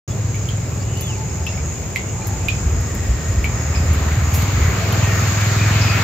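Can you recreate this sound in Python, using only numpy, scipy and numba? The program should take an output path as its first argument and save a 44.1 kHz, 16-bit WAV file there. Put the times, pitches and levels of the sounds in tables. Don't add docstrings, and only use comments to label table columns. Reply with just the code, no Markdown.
import sys
import numpy as np
from scipy import signal
from scipy.fft import rfft, irfft
from scipy.io import wavfile
from scipy.ndimage import uniform_filter1d
from numba import njit

SR = 44100
rng = np.random.default_rng(int(sys.argv[2]) if len(sys.argv) > 2 else 0)


def transcribe(signal):
    frames = np.atleast_2d(signal).T
    limited = np.clip(frames, -1, 1)
    pcm = np.round(limited * 32767).astype(np.int16)
    wavfile.write(sys.argv[1], SR, pcm)


N = 266055
T = np.arange(N) / SR
HZ = np.maximum(np.arange(N // 2 + 1) * SR / N, 1)

# time in seconds, level in dB, exhaust resonance in Hz.
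ENGINE_LOAD = [(0.08, -26, 99.4), (0.5, -24.5, 109.7), (1.25, -28.5, 102.8), (1.4, -24, 79.7),
               (1.65, -23.5, 78), (1.85, -31.5, 79.1), (2.15, -29.5, 101.6), (2.6, -28, 102.4),
               (3.4, -28.5, 83.4), (3.6, -23, 80.2), (3.8, -17, 80.6), (4.25, -16.5, 78.7),
               (4.45, -19, 96.7), (4.75, -23, 103), (4.95, -17.5, 101.9), (5.4, -18.5, 102.2),
               (5.75, -16, 101.3), (6.03, -19, 99.3)]
# centre in Hz, width in Hz, relative level in dB, depth of throb in dB.
WING_MODES = [(6727, 650, -2, .8), (7240, 600, -6, .8), (5200, 600, -15, 1.8)]
# time in seconds, level in dB.
CHORUS_LEVEL = [(0.1, -36.5), (1.3, -36.5), (2.2, -36), (2.7, -34.5), (4.9, -35.5), (5.4, -31),
                (5.75, -34.5), (6.03, -38.5)]
ROAR_LEVEL = [(0.3, -37.5), (2.09, -36), (2.41, -31.5), (3.4, -30.5), (4.03, -27), (4.55, -26), (4.9, -25),
              (5.4, -25), (5.75, -24), (5.9, -24), (6.03, -23)]
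LEAF_LEVEL = [(0.3, -51.5), (2.0, -51.5), (3.6, -47.5), (4.1, -44.5), (4.8, -42), (5.15, -40), (6.03, -40)]
# frequency in Hz, relative spectral density in dB.
FIELD_SPECTRUM = [(24, -36), (40, -29), (91, -4.5), (131, -7), (250, -20), (400, -20), (900, -30),
                  (1400, -37.5), (2500, -33.5), (3200, -41), (4300, -43), (5200, -44.5), (5900, -43.5),
                  (8300, -64), (9000, -90)]
ROAR_SPECTRUM = [(59, -42), (110, -14), (170, -13.5), (250, -20.5), (500, -26), (700, -21.5), (900, -23.5),
                 (1200, -20), (1800, -23), (2500, -22.5), (3300, -30.5), (4500, -31), (5700, -35.5),
                 (6900, -31), (8300, -45.5), (9000, -80)]
LEAF_SPECTRUM = [(9000, -56), (10300, -18.5), (10900, -13.5), (11500, -11.5), (12500, -8), (13500, -7.5),
                 (15500, -8)]
# centre in Hz, width in Hz, level against the roar in dB.
PANEL_MODES = [(395, 100, -16), (657, 34, -18), (1334, 18, -23.5), (1552, 30, -28), (1663, 25, -23),
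               (1862, 45, -19), (1940, 35, -21), (2177, 87, -15), (2393, 68.2, -24.5)]
# frequency in Hz, side minus mid in dB.
SIDE_SPECTRUM = [(60, -9.5), (110, -18.5), (200, -7), (380, -8), (700, -7), (1290, -3), (2380, -4.5),
                 (4400, 0.5), (7500, -1), (9000, -3), (12000, -37), (13500, 1)]
# time of full strength in seconds, level in dB, hold in seconds.
WIND_BUFFETS = [(0.21, -34, .02), (0.48, -25, .02), (0.85, -25.5, 0.061), (1.595, -27, 0.015),
                (2.35, -23, 0.18), (2.653, -18.5, 0.11), (2.95, -18.5, .01), (3.083, -18, .05),
                (3.273, -20.5, 0.18), (3.495, -17, 0.015), (3.862, -17.5, 0.06), (4.183, -21, 0.0083),
                (4.388, -23, 0.026), (4.557, -16.5, 0.11), (5.048, -23, 0.029), (5.657, -27, 0.069),
                (5.959, -35, 0.017)]
# start and length in seconds, first, turning and last pitch in Hz,
# level in dB, how far to the side from 0 to 1.
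BIRD_WHISTLES = [(0.105, .03, 3400, 3400, 3400, -48, 0), (0.415, .035, 4900, 4850, 4350, -53, 0),
                 (0.803, .03, 4200, 4450, 5750, -47, 0), (0.815, .026, 4300, 4450, 5150, -50, 0),
                 (0.96, .062, 2850, 2900, 3250, -41, 1), (0.985, .022, 4300, 4400, 4650, -51, 0),
                 (1.018, .15, 3150, 3750, 2250, -38.5, 1), (1.028, .028, 6250, 6270, 6300, -44, 0),
                 (1.185, .032, 4500, 4450, 4050, -50, 1), (1.52, .035, 1900, 1980, 2300, -44, 0),
                 (1.59, .02, 2300, 2320, 2400, -45, 0)]
# frequency in Hz, phase lag at the right port in radians.
SIDE_PHASE_LAG = [(2400, 1.0), (2900, 1.4), (3150, 2.7), (3700, 2.1)]
# start in seconds, level in dB, pitch in Hz, ring t60 in seconds,
# left minus right in dB, then knock, snap and echo in dB against the ring.
HOLLOW_DRIPS = [(0.3431, -26.5, 2270, .04, 1, -8, -4, -9.5), (0.4878, -21, 3130, 0.032, -6, 0, 0, -12.5),
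                (1.466, -20.5, 2640, 0.08, 8, 3.5, -12, -7.5), (1.5766, -27, 2290, .045, 0, -6, -6, -14),
                (1.9597, -12.5, 2090, 0.044, -6, 5.5, 5, -10.5),
                (2.2192, -29.5, 2400, 0.078, -2, -9, -5, -18),
                (2.4845, -11.5, 2458, 0.062, -12, -2, -1, -10.5),
                (3.443, -11.5, 2275, 0.06, 2, -0.5, -17, -15), (3.747, -24.5, 2430, 0.038, -2, -6, -4, -6),
                (4.118, -19, 2178, 0.039, 3, -6, -1, -28), (4.924, -20, 3120, 0.037, -2, -6, -4, -22),
                (5.4128, -33, 2306, 0.054, -7, -6, -13, -14)]
# start in seconds, level in dB, spatter against snap in dB,
# body against bright band in dB.
LEAF_CRACKLES = [(0.3549, -40, -10, -19), (0.4871, -38, -8, -12), (0.973, -34, -12, 1),
                 (1.0096, -22.5, -8, -11), (1.0692, -35, -15, -16), (1.4658, -30, -17, -18),
                 (1.9594, -34, -5, 4), (2.27, -25.5, -5.5, -21), (2.4844, -30, -9, -1),
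                 (2.8093, -37, -8, -12), (2.9485, -29, -12, -16), (3.4425, -29, -13, -10),
                 (3.933, -23, -15, -19), (4.3414, -34, 6, -4), (4.422, -29, -8, 3), (4.925, -28, -9, -3),
                 (5.2746, -31, -12, -17), (5.409, -38, -4, 5)]
# start and length in
# seconds, centre and width in Hz, level in dB.
NARROW_BANDS = [(0.792, 0.41, 2880, 160, -46.5), (1.032, 0.49, 867, 21.9, -44.5),
                (2.056, 0.068, 2820, 140, -46), (2.116, 0.27, 796, 25, -41), (2.117, 0.37, 870, 22, -41),
                (2.171, 0.19, 4170, 200, -54), (2.4, 1.8, 5200, 500, -51.5), (2.648, 1.14, 1900, 120, -43.5),
                (4.986, 0.3, 1855, 40.12, -35.5), (5.555, 0.18, 2424, 119.3, -31),
                (5.78, 0.26, 2526, 120, -30.5), (5.83, 0.2, 1330, 70, -32)]
# start in seconds, level in dB, centre and width in Hz, t60 in seconds.
BIRD_RASPS = [(1.02, -40, 2620, 200, .2), (1.465, -38, 5350, 300, .2), (3.755, -30, 5050, 600, .2),
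              (5.412, -31, 3800, 1200, .08), (5.595, -33, 4000, 1200, .08), (5.813, -26, 5000, 700, .45),
              (5.893, -30, 4750, 150, .3)]
# start in seconds, peak in dB, pitch in Hz.
WIND_THUMPS = [(2.648, -10.5, 71), (2.707, -12.5, 80.5), (2.757, -13, 75), (2.792, -6.5, 83),
               (2.955, -21, 62), (3.084, -6.5, 66), (3.288, -6.5, 90), (3.368, -5.5, 72.5),
               (3.498, -12.5, 82.4), (3.762, -10, 76), (3.899, -4.5, 84.5), (4.172, -4.5, 99.5),
               (4.328, -7, 83.8), (4.379, -8, 86), (4.57, -11.5, 91.6), (4.609, -8, 88.5),
               (4.668, -9.5, 83)]


def undb(db):
    return 10 ** (np.asarray(db) / 20)


def unit(x):
    return x / np.sqrt(np.mean(x ** 2))


def curves(table):
    times, *columns = np.transpose(table)
    return [np.interp(T, times, column) for column in columns]


def gain_at(spectrum):
    hz, db = np.transpose(spectrum)
    return undb(np.interp(np.log(HZ), np.log(hz), db))


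def walk(rate):
    hold = int(SR / rate)
    steps = np.repeat(rng.standard_normal(N // hold + 1), hold)
    return 1.816 * uniform_filter1d(uniform_filter1d(steps, hold), hold)[:N]


def spread(mid, side):
    side = irfft(rfft(side) * gain_at(SIDE_SPECTRUM), N)
    return np.array([mid + side, mid - side])


def pan(db):
    return undb(np.array([[db], [-db]]) / 2)


@njit
def moving_ring(x, hz, width_hz):
    y, band_state, low_state = np.empty(len(x)), 0., 0.
    for i in range(len(x)):
        g, damping = np.tan(np.pi * hz[i] / SR), width_hz / hz[i]
        band = (band_state + g * (x[i] - low_state)) / (1 + g * (g + damping))
        band_state, low_state = 2 * band - band_state, low_state + 2 * g * band
        y[i] = damping * band
    return y


def ring(x, hz, width_hz):
    return moving_ring(x, np.full(len(x), float(hz)), float(width_hz))


def ring_twice(x, hz, width_hz, widen=1):
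    return unit(ring(ring(x, hz, width_hz), hz, widen * width_hz))


def decay(t, t60):
    return undb(-60 * t / t60)


def swell(start, length, edge_share):
    return np.clip(np.minimum(T - start, start + length - T) / (edge_share * length), 0, 1)


def add(out, start, sound):
    i = int(start * SR)
    n = min(sound.shape[-1], N - i)
    out[:, i:i + n] += sound[..., :n]


def hiss(spectrum, flicker_db, flicker_rate):
    noise = rfft(rng.standard_normal((2, N))) * gain_at(spectrum)
    out = 0
    for octave in np.arange(np.log2(spectrum[0][0]), np.log2(spectrum[-1][0]) + .5, .5):
        band = np.clip(1 - 2 * np.abs(np.log2(HZ) - octave), 0, 1)
        out = out + irfft(noise * band, N) * undb(flicker_db * walk(flicker_rate))
    return spread(*unit(out))


def engine(inertia_s=.2924, jitter=.004, width_hz=22., overtone_hz=115, overtone_db=-11):
    db, pipe_hz = curves(ENGINE_LOAD)
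    target_rate = np.interp(pipe_hz, [80, 100], [19.1, 20.7])
    lag = np.exp(-1 / (inertia_s * SR))
    rate = target_rate[0] + signal.lfilter([1 - lag], [1, -lag], target_rate - target_rate[0])
    cycle = np.floor(np.cumsum(rate * (1 + jitter * walk(10))) / SR)
    firings = np.diff(cycle, prepend=0)
    boom = moving_ring(moving_ring(firings, pipe_hz, width_hz), pipe_hz, 2 * width_hz)
    overtones = ring_twice(ring(firings, overtone_hz, width_hz=120), overtone_hz, width_hz=120)
    return undb(db) * (unit(boom) + undb(overtone_db) * overtones)


def insects(clicks_per_s=4000, scatter_db=2):
    pair = np.zeros((2, N))
    for hz, width_hz, db, throb_db in WING_MODES:
        throb = undb(db + throb_db * walk(14))
        for channel in pair:
            hits = rng.random(N) < clicks_per_s / SR
            clicks = hits * undb(scatter_db * rng.exponential(size=N)) * rng.choice([-1, 1], N)
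            channel += throb * ring_twice(clicks, hz, width_hz, widen=1.34)
    return spread(*unit(pair)) * undb(curves(CHORUS_LEVEL)[0])


def field(db=-27):
    return undb(db) * hiss(FIELD_SPECTRUM, flicker_db=.72, flicker_rate=10) * pan(.5)


def roar(waver_db=3, air_hz=1500, near_db=-24.5, treble_db_per_db=2):
    db = curves(ROAR_LEVEL)[0]
    noise = hiss(ROAR_SPECTRUM, flicker_db=1.2, flicker_rate=18)
    for hz, width_hz, panel_db in PANEL_MODES:
        panel = [unit(ring(n, hz, width_hz)) for n in rng.standard_normal((2, N))]
        noise += undb(panel_db + waver_db * walk(2.95)) * spread(*panel)
    treble = signal.sosfiltfilt(signal.butter(1, air_hz, "high", fs=SR, output="sos"), noise)
    treble_gain = undb(treble_db_per_db * (db - near_db))
    return (noise - treble + treble_gain * treble) * undb(db) * pan(1)


def wet_leaves():
    return undb(curves(LEAF_LEVEL)[0]) * hiss(LEAF_SPECTRUM, flicker_db=.7, flicker_rate=14)


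def wind(centre_hz=66, width_hz=60, rise_db_per_s=173, fall_db_per_s=153, lull_db=-30.5):
    eddies = ring_twice(rng.standard_normal(N), centre_hz, width_hz)
    levelled = eddies / np.sqrt(uniform_filter1d(eddies ** 2, SR // 16))
    onset, top_db, hold = np.transpose(WIND_BUFFETS)[:, :, None]
    before, after = np.maximum(onset - T, 0), np.maximum(T - onset - hold, 0)
    buffet_db = top_db - rise_db_per_s * before - fall_db_per_s * after
    return levelled * undb(np.maximum(buffet_db.max(axis=0), lull_db))


def bird_whistles(turn_share=.13, pitch_jitter=.007, waver_db=2):
    out = np.zeros((2, N))
    for start, length, first_hz, turn_hz, last_hz, db, aside in BIRD_WHISTLES:
        hz = np.interp(T, start + length * np.array([0, turn_share, 1]), [first_hz, turn_hz, last_hz])
        hz = uniform_filter1d(hz, int(.2 * length * SR))
        phase = 2 * np.pi * np.cumsum(hz * (1 + pitch_jitter * walk(200))) / SR
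        amplitude = np.sqrt(2) * undb(db + waver_db * walk(100))
        lag = aside * np.interp(hz, *np.transpose(SIDE_PHASE_LAG))
        out += amplitude * swell(start, length, edge_share=.05) * np.sin([phase, phase - lag])
    return out


def drips(upper_ratio=1.18, upper_db=-18, knock_ratio=1.083, snap_hz=4000, skirt_db=-5):
    out = np.zeros((2, N))
    t = T[:SR // 2]
    for start, db, hz, t60, pan_db, knock_db, snap_db, echo_db in HOLLOW_DRIPS:
        phase = 2 * np.pi * hz * t
        modes = (np.sin(phase) + undb(upper_db) * np.sin(upper_ratio * phase)) * decay(t, t60)
        knock = undb(knock_db) * np.sin(knock_ratio * phase) * decay(t, t60=.015)
        snap = undb(snap_db) * np.sin(2 * np.pi * snap_hz * t) * decay(t, t60=.0034)
        direct = (modes + knock + snap) * np.minimum(t / .0008, 1) * pan(pan_db)
        noise = rng.standard_normal((2, len(t)))
        scatter = np.array([ring_twice(n, 1.03 * hz, width_hz=300) for n in noise]) * decay(t, t60=.26)
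        skirt = np.array([ring_twice(n, 1.19 * hz, width_hz=1600) for n in noise]) * decay(t, t60=.25)
        echoes = undb(echo_db) * (scatter + undb(skirt_db) * skirt) * np.minimum(t / .0033, 1)
        radiation = signal.butter(4, .85 * hz, "high", fs=SR, output="sos")
        add(out, start, undb(db) * signal.sosfilt(radiation, direct + echoes))
    return out


def crackles(snap_t60=.0064, spatter_t60=.1):
    out = np.zeros((2, N))
    t = T[:SR // 2]
    for start, db, spatter_db, body_db in LEAF_CRACKLES:
        bright = unit(ring(rng.standard_normal(len(t)), hz=12500, width_hz=11000))
        body = unit(ring(rng.standard_normal(len(t)), hz=5000, width_hz=3400))
        envelope = decay(t, snap_t60) + undb(spatter_db) * decay(t, spatter_t60)
        add(out, start, undb(db) * (bright + undb(body_db) * body) * envelope)
    return out


def whines():
    out = 0
    for start, length, hz, width_hz, db in NARROW_BANDS:
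        band = ring_twice(rng.standard_normal(N), hz, width_hz, widen=2)
        out = out + band * undb(db) * swell(start, length, edge_share=.22)
    return out * pan(2)


def bird_rasps():
    out = np.zeros((2, N))
    t = T[:SR // 2]
    for start, db, hz, width_hz, t60 in BIRD_RASPS:
        bands = np.array([ring_twice(n, hz, width_hz) for n in rng.standard_normal((2, len(t)))])
        add(out, start, undb(db) * decay(t, t60) * bands)
    return out


def wind_thumps(rise_s=.014, t60=.1):
    out = np.zeros((2, N))
    t = T[:SR // 2]
    envelope = np.minimum(t / rise_s, 1) * decay(t - rise_s, t60)
    for start, db, hz in WIND_THUMPS:
        add(out, start, undb(db) * np.sin(2 * np.pi * hz * t) * envelope)
    return out


def rustle(start=4.33, db=-23.5, body_db=-7, rise_s=.016, t60=.28):
    out = np.zeros((2, N))
    t = T[:SR // 2]
    bright = unit(ring(rng.standard_normal(len(t)), hz=13500, width_hz=6000))
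    body = unit(ring(rng.standard_normal(len(t)), hz=5500, width_hz=4000))
    envelope = np.minimum(t / rise_s, 1) ** 2 * decay(t, t60)
    add(out, start, undb(db) * (bright + undb(body_db) * body) * envelope)
    return out


def scene(port_lag_s=5e-5):
    far = field() + roar()
    far[1] = np.roll(far[1], round(port_lag_s * SR))
    continuous = engine() + insects() + far + wet_leaves() + wind()
    events = bird_whistles() + drips() + crackles() + whines() + bird_rasps() + wind_thumps() + rustle()
    return continuous + events


def record(dry, start_s=.0775, bottom_hz=50, gap_hz=(8120, 10300), top_hz=15600):
    opened = dry * np.clip((T - start_s) / .001, 0, 1)
    filters = np.vstack([signal.butter(4, bottom_hz, "high", fs=SR, output="sos"),
                         signal.ellip(6, .3, 60, gap_hz, "bandstop", fs=SR, output="sos"),
                         signal.ellip(12, .2, 80, top_hz, fs=SR, output="sos")])
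    return signal.sosfilt(filters, opened)


dry = scene()
out = record(dry)
transcribe(out)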